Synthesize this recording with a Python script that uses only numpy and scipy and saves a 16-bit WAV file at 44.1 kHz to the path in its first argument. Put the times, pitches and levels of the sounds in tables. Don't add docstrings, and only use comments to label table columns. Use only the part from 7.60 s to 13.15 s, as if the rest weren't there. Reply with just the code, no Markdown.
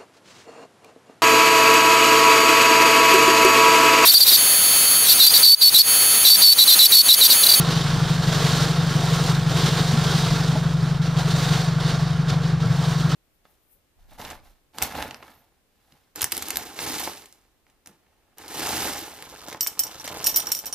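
import sys
import numpy as np
from scipy import signal
from scipy.fft import rfft, irfft, next_fast_len
from scipy.io import wavfile
from scipy.ndimage import uniform_filter1d, map_coordinates

SR = 44100
rng = np.random.default_rng(int(sys.argv[2]) if len(sys.argv) > 2 else 0)


def log_audio(samples):
    frames = np.atleast_2d(samples).T
    limited = np.clip(frames, -1, 1)
    pcm = np.round(limited * 32767).astype(np.int16)
    wavfile.write(sys.argv[1], SR, pcm)


N = 244755
T = np.arange(N) / SR

# [f/Hz, relative level/dB]
RUMBLE_COLOUR = [(12, -26), (35, -13), (100, 3.5), (150, 6), (185, 3), (220, -1.5), (400, -50),
                 (2000, -120)]
# [f/Hz, relative level/dB]
BUFFET_COLOUR = [(10, -50), (20, -20), (33, -6), (50, 0), (70, 0), (100, -5), (160, -40), (800, -120)]

# [t/s, how far the crank runs ahead of an even speed/ms]
CRANK_AHEAD = [(0, -.4), (.8, 3), (1.04, 2.8), (1.43, 4.8), (1.69, 4.9), (1.95, 3.7), (2.25, 4.7),
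               (2.73, 3.9), (3.64, 5.2), (3.9, 6.2), (4.42, 3.9), (4.68, 3.8), (5.2, 2.7), (5.55, .9)]
# [strength/dB, how early/ms]
CYLINDERS = [(0, 0), (-4.1, .3), (-1.3, .2), (-3.9, .5)]
# [f/Hz, width/Hz]
BOOM_RESONANCES = [(114.3, 10), (133.9, 15.2), (154.8, 10), (173, 10)]
# [multiple of the firing rate, middle rms level/dB]
ROCKING = [(1, -43), (3, -45), (4, -41.5)]

# [t/s, level/dB, struck near f/Hz, rise/s]
WIPER_KNOCKS = [(2.318, -24.5, 225, .025), (2.912, -22, 128, .03), (2.935, -27, 270, .015),
                (2.95, -22, 670, .012), (5.024, -33, 1400, .01), (5.034, -27, 440, .01),
                (5.048, -21, 112, .022), (5.074, -39, 2200, .008)]
# [f/Hz, relative level/dB, time to fade by 60 dB/s]
WIPER_MODES = [(78, -1, .3), (124, 0, .3), (226, 0, .2), (285, -1, .1), (463, -2, .07), (635, 0, .08),
               (856, 0, .07), (1340, 0, .06), (1550, -4, .05), (2200, 0, .07)]

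# [t/s, level/dB]
GUSTS = [(0, -32.5), (.12, -30.5), (.48, -34), (.65, -34), (.85, -27), (1.04, -27.5), (1.15, -34.5),
         (1.62, -30.5), (1.79, -38.5), (1.86, -37.5), (2.0, -28.5), (2.36, -32), (2.55, -29), (2.8, -32),
         (3.17, -42), (3.29, -38), (3.41, -47), (3.56, -43), (3.68, -38.5), (3.76, -36), (3.83, -30),
         (4.0, -31.5), (4.1, -39.5), (4.16, -40.5), (4.28, -32.5), (4.66, -44), (4.78, -45), (4.88, -37.5),
         (4.95, -46.5), (5.25, -35.5), (5.55, -40)]
# [t/s, size before its rise and fade/dB, fade/s]
SHEETS = [(.1, 5, 0.026), (.67, 3.5, 0.029), (1.66, 6, 0.032), (1.745, 10, 0.016), (2.06, 13, 0.011),
          (2.17, 5, 0.03), (3.415, 11, 0.077), (3.564, 9.5, 0.082), (3.7, 8, 0.016), (4.2, 5, 0.015),
          (4.68, 13, 0.073), (5.0, 8.5, 0.042), (5.49, 9, .03)]
# [t/s, level/dB]
SPRAY_TRIM = [(0, -1.5), (.7, 0.5), (1.2, 0), (1.65, 2.5), (2.1, 0.5), (2.9, 0), (3.5, -0.5), (3.8, 2),
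              (4.3, -2.5), (4.9, -3.5), (5.3, 2.5), (5.55, -1)]
# [f/Hz, relative level/dB]
GLASS_COLOUR = [(300, -90), (900, -32), (1800, -4.5), (2500, -6), (3200, 1), (4500, 1), (5700, -4),
                (7200, -11.5), (8500, -13.5), (11000, -21), (16000, -58)]
SPRAY_COLOUR = [(1000, -90), (3000, -20), (6000, 4), (8000, 6.5), (10500, -3), (13500, -4.5), (15000, -9),
                (15800, -18)]
ROOF_COLOUR = [(40, -70), (120, -11), (260, 0.5), (350, -0.5), (470, 1), (540, -4), (1000, -3),
               (1600, -3.5), (2000, -11), (3000, -17), (6000, -23.5), (16000, -110)]

# [f/Hz, width/Hz, level against the colour/dB]
PANELS = [(461, 30, -8), (710, 100, -2.5), (1092, 52, -5), (1364, 53, -5.5), (3722, 34, 1.5)]
# [f/Hz, likeness from -1 to 1]
PORT_LIKENESS = [(60, 1), (170, 0.98), (800, 0.94), (1400, 0.99), (2500, 0.99), (4300, 1), (5300, 0.99),
                 (6400, 0.62), (7100, 0.43), (8000, -0.42), (9000, -0.038), (10600, -0.24), (11900, .55),
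                 (13300, 0.99), (15500, .99)]
# [f/Hz, left minus right/dB]
PORT_LEAN = [(23, -4), (60, 5), (150, 1), (500, -0.3), (1500, -2), (2300, -5.5), (3300, -.5), (5000, 0),
             (5600, -2.5), (7400, 0.2), (9800, -3.8), (11200, -0.5), (15000, 0)]

FIRING_HZ, FIRST_FIRING_S = 23.4833, -.0173
MOUNT_LAG_S = .0038

MIDDLING_DB = -33
BUFFET_DB, BUFFET_FOLLOWS = -46.5, 0.42
ROOF_DB, ROOF_FOLLOWS = -30, 0.64
SPRAY_DB, SPRAY_FOLLOWS = -42.5, 1.07
SPRAY_QUICK = 0.71
SHEET_RISE_S = 0.0041
TOP_HZ = 15752


def amp(db):
    return 10 ** (np.asarray(db) / 20)


def unit(x):
    return x / np.sqrt(np.mean(x ** 2) + 1e-20)


def along(points, hz):
    f, v = np.transpose(points)
    return np.interp(np.log(hz + 1), np.log(f + 1), v)


def curves(rows):
    s, *cols = np.transpose(rows)
    return [np.interp(T, s, c) for c in cols]


def wobble(rate):
    knots = rng.standard_normal(int(N * rate / SR) + 4)
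    return map_coordinates(knots, [T * rate])


def filtered(x, response):
    m = next_fast_len(N + SR // 2)
    f = np.fft.rfftfreq(m, 1 / SR)
    return irfft(rfft(x, m) * response(f), m)[..., :N]


def resonance(f, hz, width_hz):
    return 1j * f * width_hz / (hz * hz - f * f + 1j * f * width_hz)


def patter(colour, spread_db, patchy_db):
    sizes = amp(spread_db * rng.standard_normal(N))
    z = signal.stft(sizes * rng.standard_normal((2, N)), nperseg=512)[2]

    patches = uniform_filter1d(rng.standard_normal(z.shape[1:]), 8, 0)
    patches = unit(uniform_filter1d(patches, 10, 1))
    pair = signal.istft(z * amp(patchy_db * patches), nperseg=512)[1][:, :N]

    def mid_side_response(f):
        panels = 1 + sum(amp(db) * resonance(f, hz, width) for hz, width, db in PANELS)
        angle = np.arccos(np.clip(along(PORT_LIKENESS, f), -1, 1)) / 2
        return amp(along(colour, f)) * panels * np.array([np.cos(angle), np.sin(angle)])

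    mid, side = filtered(pair, mid_side_response)
    return unit(np.array([mid + side, mid - side]))


def wind():
    rumble = amp(-32 + 1.3 * wobble(2.83)) * patter(RUMBLE_COLOUR, spread_db=2.5, patchy_db=1.5)
    buffet_db = BUFFET_DB + BUFFET_FOLLOWS * (curves(GUSTS)[0] - MIDDLING_DB)
    buffet = amp(buffet_db) * patter(BUFFET_COLOUR, spread_db=3.0, patchy_db=2.5)
    return rumble + buffet


def engine_boom():
    lead = SR // 4
    last = int((T[-1] + CRANK_AHEAD[-1][1] / 1000 - FIRST_FIRING_S) * FIRING_HZ)
    count = np.arange(-5, last + 1)
    size_db, early_ms = np.transpose(CYLINDERS)[:, count % 4]
    chance_db, chance_ms = (rng.standard_normal((len(count), 2)) * [.6, .13]).T
    even_s = FIRST_FIRING_S + count / FIRING_HZ
    ahead_ms = np.interp(even_s, *np.transpose(CRANK_AHEAD))
    when = even_s - (ahead_ms + early_ms + chance_ms) / 1000

    pushes = np.zeros(N + 2 * lead)
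    pushes[np.round(when * SR).astype(int) + lead] = -amp(size_db + chance_db)
    f = np.fft.rfftfreq(len(pushes), 1 / SR)
    path = np.prod([resonance(f, hz, width) for hz, width in BOOM_RESONANCES], axis=0)
    boom = irfft(rfft(pushes) * path, len(pushes))[lead:lead + N]
    return amp(-20.5 + 0.15 * wobble(1.56)) * unit(boom)


def engine_rocking():
    firings = (T + curves(CRANK_AHEAD)[0] / 1000 - FIRST_FIRING_S) * FIRING_HZ
    swing = 2 * np.pi * (firings - MOUNT_LAG_S * FIRING_HZ)
    rock = np.zeros(N)
    for multiple, db in ROCKING:
        level = amp(db + 0.87 * wobble(3.57))
        rock += level * np.sqrt(2) * np.sin(multiple * swing)
    return rock


def wipers():
    out, t = np.zeros(N + SR), T[:SR // 3]
    for s, db, near_hz, rise in WIPER_KNOCKS:
        start = np.sin(np.pi / 2 * np.clip(t / rise, 0, 1)) ** 2
        late = np.clip(t - rise, 0, None)
        knock = np.zeros(len(t))
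        for hz, mode_db, t60 in WIPER_MODES:
            away_db = -40 * np.log2(hz / near_hz) ** 2
            level_db = db + mode_db + away_db + rng.normal(0, 3.0)
            mode = np.sin(2 * np.pi * (hz * t + rng.random()))
            knock += amp(level_db - 60 * late / t60) * start * mode
        out[round(s * SR):][:len(t)] += knock
    return out[:N]


def storm():
    level_db = curves(GUSTS)[0]
    for s, db, fade_s in SHEETS:
        t = np.clip(T - s, 0, None)
        level_db = level_db + db * (1 - np.exp(-t / SHEET_RISE_S)) * np.exp(-t / fade_s)
    return level_db


def flurries(rate, spread_db, fade_s):
    hits = (rng.random(N) < rate / SR) * amp(spread_db * rng.standard_normal(N))
    t = T[:SR // 4]
    shape = np.exp(-t / fade_s) * (1 - np.exp(-t / 0.0043))
    swell = signal.fftconvolve(hits, shape)[:N]
    return unit(swell - swell.mean())


def rain():
    glass_db = storm()
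    flurry_db = 0.95 * flurries(60, spread_db=5.5, fade_s=0.017) + 0.75 * wobble(120)
    glass = amp(glass_db + 0.32 + flurry_db) * patter(GLASS_COLOUR, spread_db=3, patchy_db=0.73)

    slow_db = uniform_filter1d(glass_db, size=SR // 8)
    followed_db = slow_db + SPRAY_QUICK * (glass_db - slow_db)
    spray_db = SPRAY_DB + SPRAY_FOLLOWS * (followed_db - MIDDLING_DB) + curves(SPRAY_TRIM)[0]
    spray = amp(spray_db + flurry_db) * patter(SPRAY_COLOUR, spread_db=5.5, patchy_db=0.5)

    sluggish_db = uniform_filter1d(glass_db, size=SR // 16)
    roof_db = ROOF_DB + ROOF_FOLLOWS * (sluggish_db - MIDDLING_DB)
    roof = amp(roof_db + 0.77 * flurry_db) * patter(ROOF_COLOUR, spread_db=4, patchy_db=1.03)
    return glass + spray + roof


def scene():
    return wind() + engine_boom() + engine_rocking() + wipers() + rain()


def record(dry):
    ports = filtered(dry, lambda f: amp(along(PORT_LEAN, f) * [[.5], [-.5]]))
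    return filtered(ports, lambda f: f < TOP_HZ)


dry = scene()
out = record(dry)
log_audio(out)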